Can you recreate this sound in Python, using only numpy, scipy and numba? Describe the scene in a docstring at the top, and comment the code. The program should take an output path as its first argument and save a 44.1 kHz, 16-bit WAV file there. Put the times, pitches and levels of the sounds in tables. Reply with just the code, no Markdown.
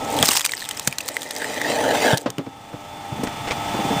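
"""Screw cone splitting a log

A motor-driven screw cone bores into a log on a steel bench, close to the microphone. Noise bursts and
damped rings make the snaps; swarms of clicks through resonances make the tearing and the rasping thread.
Modal thuds sound under some cracks and later, with gritty scuffs, as loose wood knocks about.
Hum and whirr, a sum of shaft harmonics over filtered noise, come up in level towards the end."""
import sys
import numpy as np
from scipy import signal
from scipy.fft import rfft, irfft, next_fast_len
from scipy.io import wavfile
from scipy.ndimage import uniform_filter1d
from numba import njit

SR = 44100
rng = np.random.default_rng(int(sys.argv[2]) if len(sys.argv) > 2 else 0)


def inscribe(sig):
    """Save sig as 16-bit PCM at rate SR to the path in sys.argv[1].

    A 1-D sig is mono; a 2-D sig holds one channel per row.
    Samples are clipped to [-1, 1] before scaling.
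    """
    pcm = np.round(np.clip(np.atleast_2d(sig).T, -1, 1) * 32767)
    wavfile.write(sys.argv[1], SR, pcm.astype(np.int16))


N = 176400
T = np.arange(N) / SR  # s
SHAFT_HZ = 24.98  # mean turning rate of the screw
SLIP_SPREAD_DB = 2  # spread of click sizes in rubbing and scuffing


def amp(db):
    """Level to amplitude ratio: 20 dB is a factor of ten."""
    return 10 ** (np.asarray(db) / 20)


def unit(x):
    """Normalisation by mean power: scale to rms 1."""
    return x / np.sqrt(np.mean(x ** 2) + 1e-18)


def curve(table, axis=1):
    """Linear interpolation in time of one column of a table."""
    rows = np.array(table, float)
    return np.interp(T, rows[:, 0], rows[:, axis])


def colour(x, points):
    """Minimum-phase filtering: a causal response through (f/Hz, level/dB) points, by the cepstrum."""
    p = np.array(points, float)
    size = next_fast_len(len(x) + 4096)
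    size += size % 2
    log_hz = np.log(np.fft.rfftfreq(size, 1 / SR) + 1)
    db = np.interp(log_hz, np.log(p[:, 0]), p[:, 1])
    cepstrum = irfft(np.log(amp(db)))
    # folding the cepstrum onto positive times makes the response causal
    cepstrum[1:size // 2] *= 2
    cepstrum[size // 2 + 1:] = 0
    response = np.exp(rfft(cepstrum))
    return irfft(rfft(x, size) * response)[:len(x)]


@njit
def band(x, hz, width):
    """State-variable resonator: a second-order band-pass whose centre may move."""
    y, b, l = np.empty(len(x)), 0., 0.  # output, band-pass state, low-pass state
    for i in range(len(x)):
        g, k = np.tan(np.pi * hz[i] / SR), width / hz[i]
        v = (b + g * (x[i] + 1e-18 - l)) / (1 + g * (g + k))
        b, l, y[i] = 2 * v - b, l + 2 * g * v, k * v
    return y


def resonate(x, hz, width):
    """Cascaded resonance: two equal band-passes steepen the skirts; the result has rms 1."""
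    hz = hz * np.ones(N)
    once = band(x, hz, float(width))
    return unit(band(once, hz, float(width)))


def walk(rate):
    """Low-passed randomness: held random steps, smoothed to a drift of rms 1."""
    k = max(int(SR / rate), 1)
    steps = rng.standard_normal(N)[np.arange(N) // k]
    return unit(uniform_filter1d(steps, k))


def clicks(rate, spread_db):
    """Poisson-like impulses: random times and signs, most small and a few large."""
    chance, size = rng.random(N), rng.exponential(size=N)
    sign = np.sign(rng.standard_normal(N))
    return (chance < rate / SR) * sign * amp(spread_db * np.minimum(size, 5))


def loudest(x, size):
    """Short-time power: scale so that the loudest stretch of `size` samples has rms 1."""
    return x / np.sqrt(uniform_filter1d(x ** 2, size, mode="constant").max() + 1e-18)


def add(out, start, x):
    """Superposition: mix a sound in at a time in seconds."""
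    i = int(start * SR)
    out[i:i + len(x)] += x[:len(out) - i]


def cracks():
    """Brittle fracture: a ragged noise burst and the damped ring of the freed splinter; long ones build slowly."""
    # snaps of wood fibre: t/s, level/dB, burst decay/ms, splinter ring f/Hz
    snaps = [(0.189, -17, 1.3, 3300), (0.2268, -3, 1.3, 3280), (0.2569, -10.5, 1.1, 5400),
             (0.2833, -12, 4, 5100), (.2880, -7, 1.6, 3970), (0.3096, -15, 10.4, 2880),
             (0.327, -15, 6.7, 8900), (0.35, -16.5, 8.3, 4970), (0.3664, -9.5, 1.1, 5240),
             (0.371, -8.5, 1.7, 5030), (0.394, -15.5, 2.5, 6500), (0.4082, -14.5, 1.3, 7100),
             (0.4146, -19, 1.1, 3360), (0.4451, -20, 4.9, 2430), (0.45, -11, 2.2, 8900),
             (0.461, -9, 1.4, 8260), (0.4927, -25, 2.1, 2260), (0.5193, -20, 1.4, 3960),
             (0.5359, -22, 1.2, 1905), (.6220, -32.5, 4.4, 1830), (0.6891, -17.5, 1.9, 8040),
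             (0.7104, -20, 2.3, 3110), (.7720, -24, 4, 5140), (0.7956, -18, 1.3, 7200),
             (0.874, -8, 3.2, 6800), (0.926, -23.5, 1.5, 2440), (0.9838, -15, 2.2, 4100),
             (1.005, -23, 4.6, 2640), (1.0790, -21.5, 3.6, 7750), (1.0869, -13, 1.2, 7030),
             (1.1675, -18.5, 0.81, 2030), (1.2189, -24, 1.8, 3800), (1.2305, -24.5, 2, 7400),
             (1.308, -19.5, 2.3, 3740), (1.3634, -21.5, 1.7, 4750), (1.4253, -32, 1.4, 1900),
             (1.4440, -27, 1.1, 1830), (1.6150, -22.5, 1.7, 1860), (2.0680, -26, 1.8, 1720),
             (2.1730, -16, 2.5, 4300), (2.1806, -20, 0.97, 3850), (2.3021, -23, 1.9, 6640),
             (2.383, -26.5, 1.3, 2930), (3.2342, -27, 7.7, 8500)]
    # spectrum of the burst: f/Hz, level/dB
    burst_colour = [(150, -20), (500, -9), (1000, 4.5), (4000, 6.5), (9000, 9), (15000, 2.5)]
    rise_share, ragged_db = 0.27, 3  # rise time as a share of the decay; roughness of the burst
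    tail_db, tail_s = -29, 0.01
    ring_cycles = 3.5  # cycles for the ring to decay by a factor e
    ring_gain, ring_ref_hz, ring_floor = 1.52, 1960, 0.44  # low splinters ring the most
    out, t = np.zeros(N), T[:4096]
    for start, db, decay_ms, hz in snaps:
        decay_s = decay_ms / 1000
        rise = 1 - np.exp(-t / (rise_share * decay_s))
        fall = np.exp(-t / decay_s) + amp(tail_db) * np.exp(-t / tail_s)
        roughness = unit(uniform_filter1d(rng.standard_normal(len(t)), size=40))
        ragged = amp(ragged_db * roughness)
        burst = colour(rng.standard_normal(len(t)) * ragged * rise * fall, burst_colour)
        ring = np.sin(2 * np.pi * hz * t) * rise * np.exp(-t * hz / ring_cycles)
        ring_share = ring_floor + ring_gain * (ring_ref_hz / hz) ** 3
        snap = loudest(burst, size=66) + ring_share * loudest(ring, size=66)
        add(out, start, amp(db) * snap)
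    return out


def tearing():
    """Shot noise: a dense swarm of tiny decaying grains, with clicks that ping splinter resonances."""
    # small fibres tearing: t/s, level/dB
    tear_level = [(0, -45), (.1, -35), (.2, -29), (.27, -18), (.33, -24), (.4, -27.5), (.435, -36.5),
                  (.66, -36.5), (.74, -42), (.86, -36.5), (.96, -47), (1.05, -38.5), (2.1, -37),
                  (2.22, -42.5), (2.3, -86)]
    # spectrum of the tearing: f/Hz, level/dB
    tear_colour = [(300, -47), (1000, -8), (2000, -8.5), (4500, -4), (8500, 2), (11000, 1), (15000, -6)]
    tears_per_s, spread_db, grain_s = 650, 3.6, .0004
    splinters_per_s, splinter_q, splinter_db = 99, 5, -3.5  # rate and Q for each resonance
    grain = np.exp(-T[:256] / grain_s)
    tears = np.abs(clicks(tears_per_s, spread_db))
    swarm = signal.fftconvolve(tears, grain)[:N] * rng.standard_normal(N)
    pings = np.zeros(N)
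    for hz in 1000 * 2 ** (np.arange(10) / 3):  # splinter pitches a third of an octave apart
        ping = resonate(clicks(splinters_per_s, spread_db), hz, hz / splinter_q)
        pings += ping * np.sqrt(hz) * amp(2 * walk(16.1))
    flurries = unit(swarm * amp(2 * walk(90)))
    fibres = flurries + amp(splinter_db) * unit(pings)
    return unit(colour(fibres, tear_colour)) * amp(curve(tear_level))


def peeling():
    """Free vibration of a lengthening fibre: damped ticks of tone and noise that fall in pitch."""
    # ticks of a fibre peeling off: t/s, relative level/dB
    ticks = [(0.57, -22), (0.578, -25), (0.602, -29), (.6075, -21.5), (0.619, -26), (0.6278, -25),
             (0.6418, -23.5), (.6515, -25), (0.658, -27)]
    first_hz, sag_hz_per_s, decay_s = 4880, 17300, 0.00083  # the fibre grows longer, so its pitch falls
    out, t = np.zeros(N), T[:1024]
    for start, db in ticks:
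        hz = first_hz - sag_hz_per_s * (start - ticks[0][0])
        tone = np.sin(2 * np.pi * hz * t)
        tick = (tone + .5 * rng.standard_normal(len(t))) * np.exp(-t / decay_s)
        add(out, start, 2 * amp(db) * tick)
    return out


def rubbing():
    """Stick-slip friction: random slips of the thread excite a groaning log, a rasping splinter and hissing fibres."""
    # thread rubbing in the split: t/s, groan level/dB, rasp level/dB, hiss level/dB
    rub_levels = [(0, -29.5, -64, -51), (.2, -25, -59, -30.5), (.28, -34, -54, -31), (.38, -45.5, -52, -40),
                  (.97, -50, -54, -44), (1.1, -37, -46, -43.5), (1.35, -38, -42, -40),
                  (1.42, -34, -30.5, -33), (1.50, -32.5, -47.5, -32.5), (1.64, -29.5, -26.5, -31),
                  (1.70, -22.5, -38, -26.5), (1.88, -18, -28.5, -30.5), (2.02, -22, -39, -20.5),
                  (2.042, -19.5, -25.5, -25), (2.125, -15.5, -17.5, -19.5), (2.16, -30.5, -40, -37.5),
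                  (2.33, -54, -93, -78)]
    # resonances of the rubbed log: f/Hz, width of each of two passes/Hz, relative level/dB
    log_modes = [(278, 91, 0.5), (469, 127, 3), (596, 120, 2), (740, 230, 0), (872, 84, -0.5)]
    # ring of the splinter on the thread: t/s, f/Hz
    rasp_pitch = [(1.4, 1840), (1.68, 1950), (1.83, 1670), (2.12, 1660)]
    # spectrum of the hiss: f/Hz, level/dB
    hiss_colour = [(60, -24), (130, 1.5), (1200, 2), (3200, -0.5), (4500, -5), (8500, -8.5), (15000, -11.5)]
    slips_per_s, judder_per_s, judder_db = 1400, 110, 1.5
    bite_s, bite_db = 1.783, 1.5  # the thread bites hardest once a turn
    rasp_width_hz, rasp_wander, rasp_flicker_db = 366, 0.04, 4  # wander is a fraction of the pitch
    upper_ratio, upper_db = 1.83, -17  # second resonance of the splinter
    streak_db, streak_q, streak_patchy_db = -0.5, 6.1, 2  # fibres dragged over the thread sing briefly

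    judder = amp(judder_db * walk(judder_per_s))
    bite = amp(bite_db * np.cos(2 * np.pi * SHAFT_HZ * (T - bite_s)))
    slips = clicks(slips_per_s, SLIP_SPREAD_DB) * judder

    groan = np.zeros(N)
    for hz, width, db in log_modes:
        mode_slips = clicks(slips_per_s, SLIP_SPREAD_DB) * judder
        groan += amp(db) * resonate(mode_slips, hz, width)
    groan = unit(bite * groan)

    rasp_hz = curve(rasp_pitch) * np.exp(rasp_wander * walk(60))
    chatter = slips * amp(rasp_flicker_db * np.tanh(walk(judder_per_s)))
    rasp = resonate(chatter, rasp_hz, rasp_width_hz)
    rasp += amp(upper_db) * resonate(chatter, rasp_hz * upper_ratio, 2 * rasp_width_hz)

    streaks = np.zeros(N)
    for hz in np.geomspace(2000, 9000, num=8):
        wandering_hz = hz * np.exp(rasp_wander * walk(SHAFT_HZ))
        streak = resonate(slips, wandering_hz, hz / streak_q)
        streaks += streak * np.sqrt(hz) * amp(streak_patchy_db * walk(SHAFT_HZ))
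    friction = unit(slips) + judder * rng.standard_normal(N) + amp(streak_db) * unit(streaks)
    hiss = unit(colour(friction, hiss_colour))

    out = groan * amp(curve(rub_levels, axis=1))
    out += rasp * amp(curve(rub_levels, axis=2))
    return out + hiss * amp(curve(rub_levels, axis=3))


def knocks():
    """Modal impact: a rattling contact rings log and bench; each thud is centred on its own pitch."""
    # low woody thuds, the log's body under early cracks and later knocks on the bench:
    # t/s, level/dB, thud f/Hz, rattle decay/s
    thuds = [(0.199, -22.5, 113, 0.02), (.229, -19, 1100, 0.0093), (0.288, -21.5, 700, 0.0025),
             (0.312, -26, 1120, 0.0092), (.352, -27, 1130, 0.0037), (0.8752, -23, 220, 0.00089),
             (2.129, -14.5, 175, 0.009), (2.259, -18, 505, 0.016), (2.38, -22, 334, 0.018),
             (2.463, -30, 317, 0.011), (2.729, -29.5, 277, 0.015), (3.114, -25.5, 149, 0.03),
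             (3.178, -25, 188, 0.031), (3.231, -20.5, 286, 0.016), (3.268, -31, 280, 0.0032),
             (3.742, -22, 400, 0.012), (3.787, -23, 320, 0.022), (3.845, -24, 280, 0.025),
             (3.9, -18.5, 320, 0.028), (3.962, -22, 193, 0.007)]
    # modes of log and bench before the scatter of each blow: f/Hz, t60/s, level/dB
    body_modes = [(131.7, 0.075, 8), (188, 0.054, 5.5), (258, 0.063, 4), (295.5, 0.31, -4.5),
                  (437, 0.064, 0), (570, 0.045, -3.5), (1026, 0.031, 2.5)]
    grit_colour = [(150, 4.5), (4000, 1.5), (15000, -10)]  # f/Hz, level/dB
    grit_db, thud_q = -1, .8
    ring_up_s = .004
    low_cut_hz = 52  # the bench radiates little below this
    low_cut = signal.butter(4, low_cut_hz, "high", fs=SR, output="sos")
    out, t = np.zeros(N), T[:12000]
    for start, db, hz, rattle_s in thuds:
        rattle = rng.standard_normal(len(t)) * np.exp(-t / rattle_s) * (1 - np.exp(-t / 0.0018))
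        body = np.zeros(len(t))
        for mode_hz, t60, gain_db in body_modes:
            level_chance, pitch_chance = rng.standard_normal(2)
            vibration = np.cos(2 * np.pi * mode_hz * (1 + 0.068 * pitch_chance) * t)
            body += amp(gain_db + 2 * level_chance) * vibration * np.exp(-np.log(1000) * t / t60)
        ringing = 1 - np.exp(-rattle_s / ring_up_s)  # a very brief contact hardly sets the modes ringing
        blow = ringing * unit(signal.fftconvolve(rattle, body)[:len(t)])
        blow += amp(grit_db) * unit(colour(rattle, grit_colour))
        thud = band(blow, np.full(len(t), float(hz)), hz / thud_q)
        thud = signal.sosfilt(low_cut, thud)
        add(out, start, amp(db) * loudest(thud, size=660))
    return out


def scuffs():
    """Sliding friction: the log drags briefly over gritty chips, heard as clicks and noise under a short swell."""
    # scuffs over the bench: t/s, level/dB, time scale/s (the swell peaks after half of it)
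    drags = [(3.235, -42, 0.023), (3.268, -24, 0.0089), (3.468, -27, 0.02), (3.505, -21, 0.016)]
    # spectrum of the scuffs: f/Hz, level/dB
    scuff_colour = [(100, 5.5), (500, 11), (1100, 4.5), (2200, 8), (3500, 0), (8000, -8.5), (15000, -27)]
    chips_per_s = 400
    push = np.zeros(N)
    for start, db, scale_s in drags:
        age = np.maximum(T - start, 0) / scale_s
        push += amp(db) * 2 * age * np.exp(1 - 2 * age)
    grit = unit(clicks(chips_per_s, SLIP_SPREAD_DB)) + 0.62 * rng.standard_normal(N)
    return push * unit(colour(grit, scuff_colour))


def machine():
    """Rotational harmonics: wavering lines on multiples of the shaft rate over the whirr of fan and bearings."""
    # hum of the motor: multiple of the shaft rate, relative level/dB
    orders = [(12, -13), (24, -12.5), (28, -9), (32, -3.5), (35, -7), (36, -8), (52, -10.5), (140, -12)]
    # common level of hum and whirr as heard: t/s, level/dB
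    machine_level = [(0, -29), (.2, -24.5), (.3, -31), (.45, -47), (.75, -38), (1.3, -45), (1.9, -29.5),
                     (2.2, -42.5), (2.5, -41), (2.8, -36.5), (3.3, -29.5), (3.7, -24.5), (4, -21.5)]
    # spectrum of the whirr: f/Hz, level/dB
    whirr_colour = [(50, -6.5), (105, 8), (450, -1.5), (650, -2.5), (850, 4), (1020, -2), (1280, -0.5),
                    (1500, -8), (1900, -4.5), (3300, -6.5), (4000, -13), (8500, -14.5), (15000, -21)]
    hum_db, whirr_db, waver_db = -5.5, -4, 2
    turns = np.cumsum(SHAFT_HZ * (1 + 0.000448 * walk(5.12))) / SR  # the speed drifts slightly
    hum = np.zeros(N)
    for order, db in orders:
        line = np.sqrt(2) * np.sin(2 * np.pi * (round(order) * turns + rng.random()))
        hum += amp(db + waver_db * walk(9)) * line
    whirr = unit(colour(rng.standard_normal(N), whirr_colour))
    whirr *= 1 + 0.082 * np.sin(2 * np.pi * turns)  # pulses once a turn
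    return (amp(hum_db) * hum + amp(whirr_db) * whirr) * amp(curve(machine_level))


def scene():
    """Superposition of the splitting wood and the machine, heard close and dry."""
    wood = cracks() + tearing() + peeling() + rubbing() + knocks() + scuffs()
    return (wood + machine())[None]


def record(dry):
    """Overload and band limits: peaks clip, the microphone has a notch in the high treble, the top is cut."""
    notch_hz, notch_width_hz, notch_depth = 11240, 3660, 0.93  # depth 1 would cancel the centre
    top_hz = 15250
    x = np.clip(dry, -1, 1)
    b, a = signal.iirpeak(notch_hz, notch_hz / notch_width_hz, fs=SR)
    x = x - notch_depth * signal.lfilter(b, a, x)
    top_cut = signal.ellip(8, .2, 70, top_hz, fs=SR, output="sos")
    return signal.sosfilt(top_cut, x)


dry = scene()
out = record(dry)
inscribe(out)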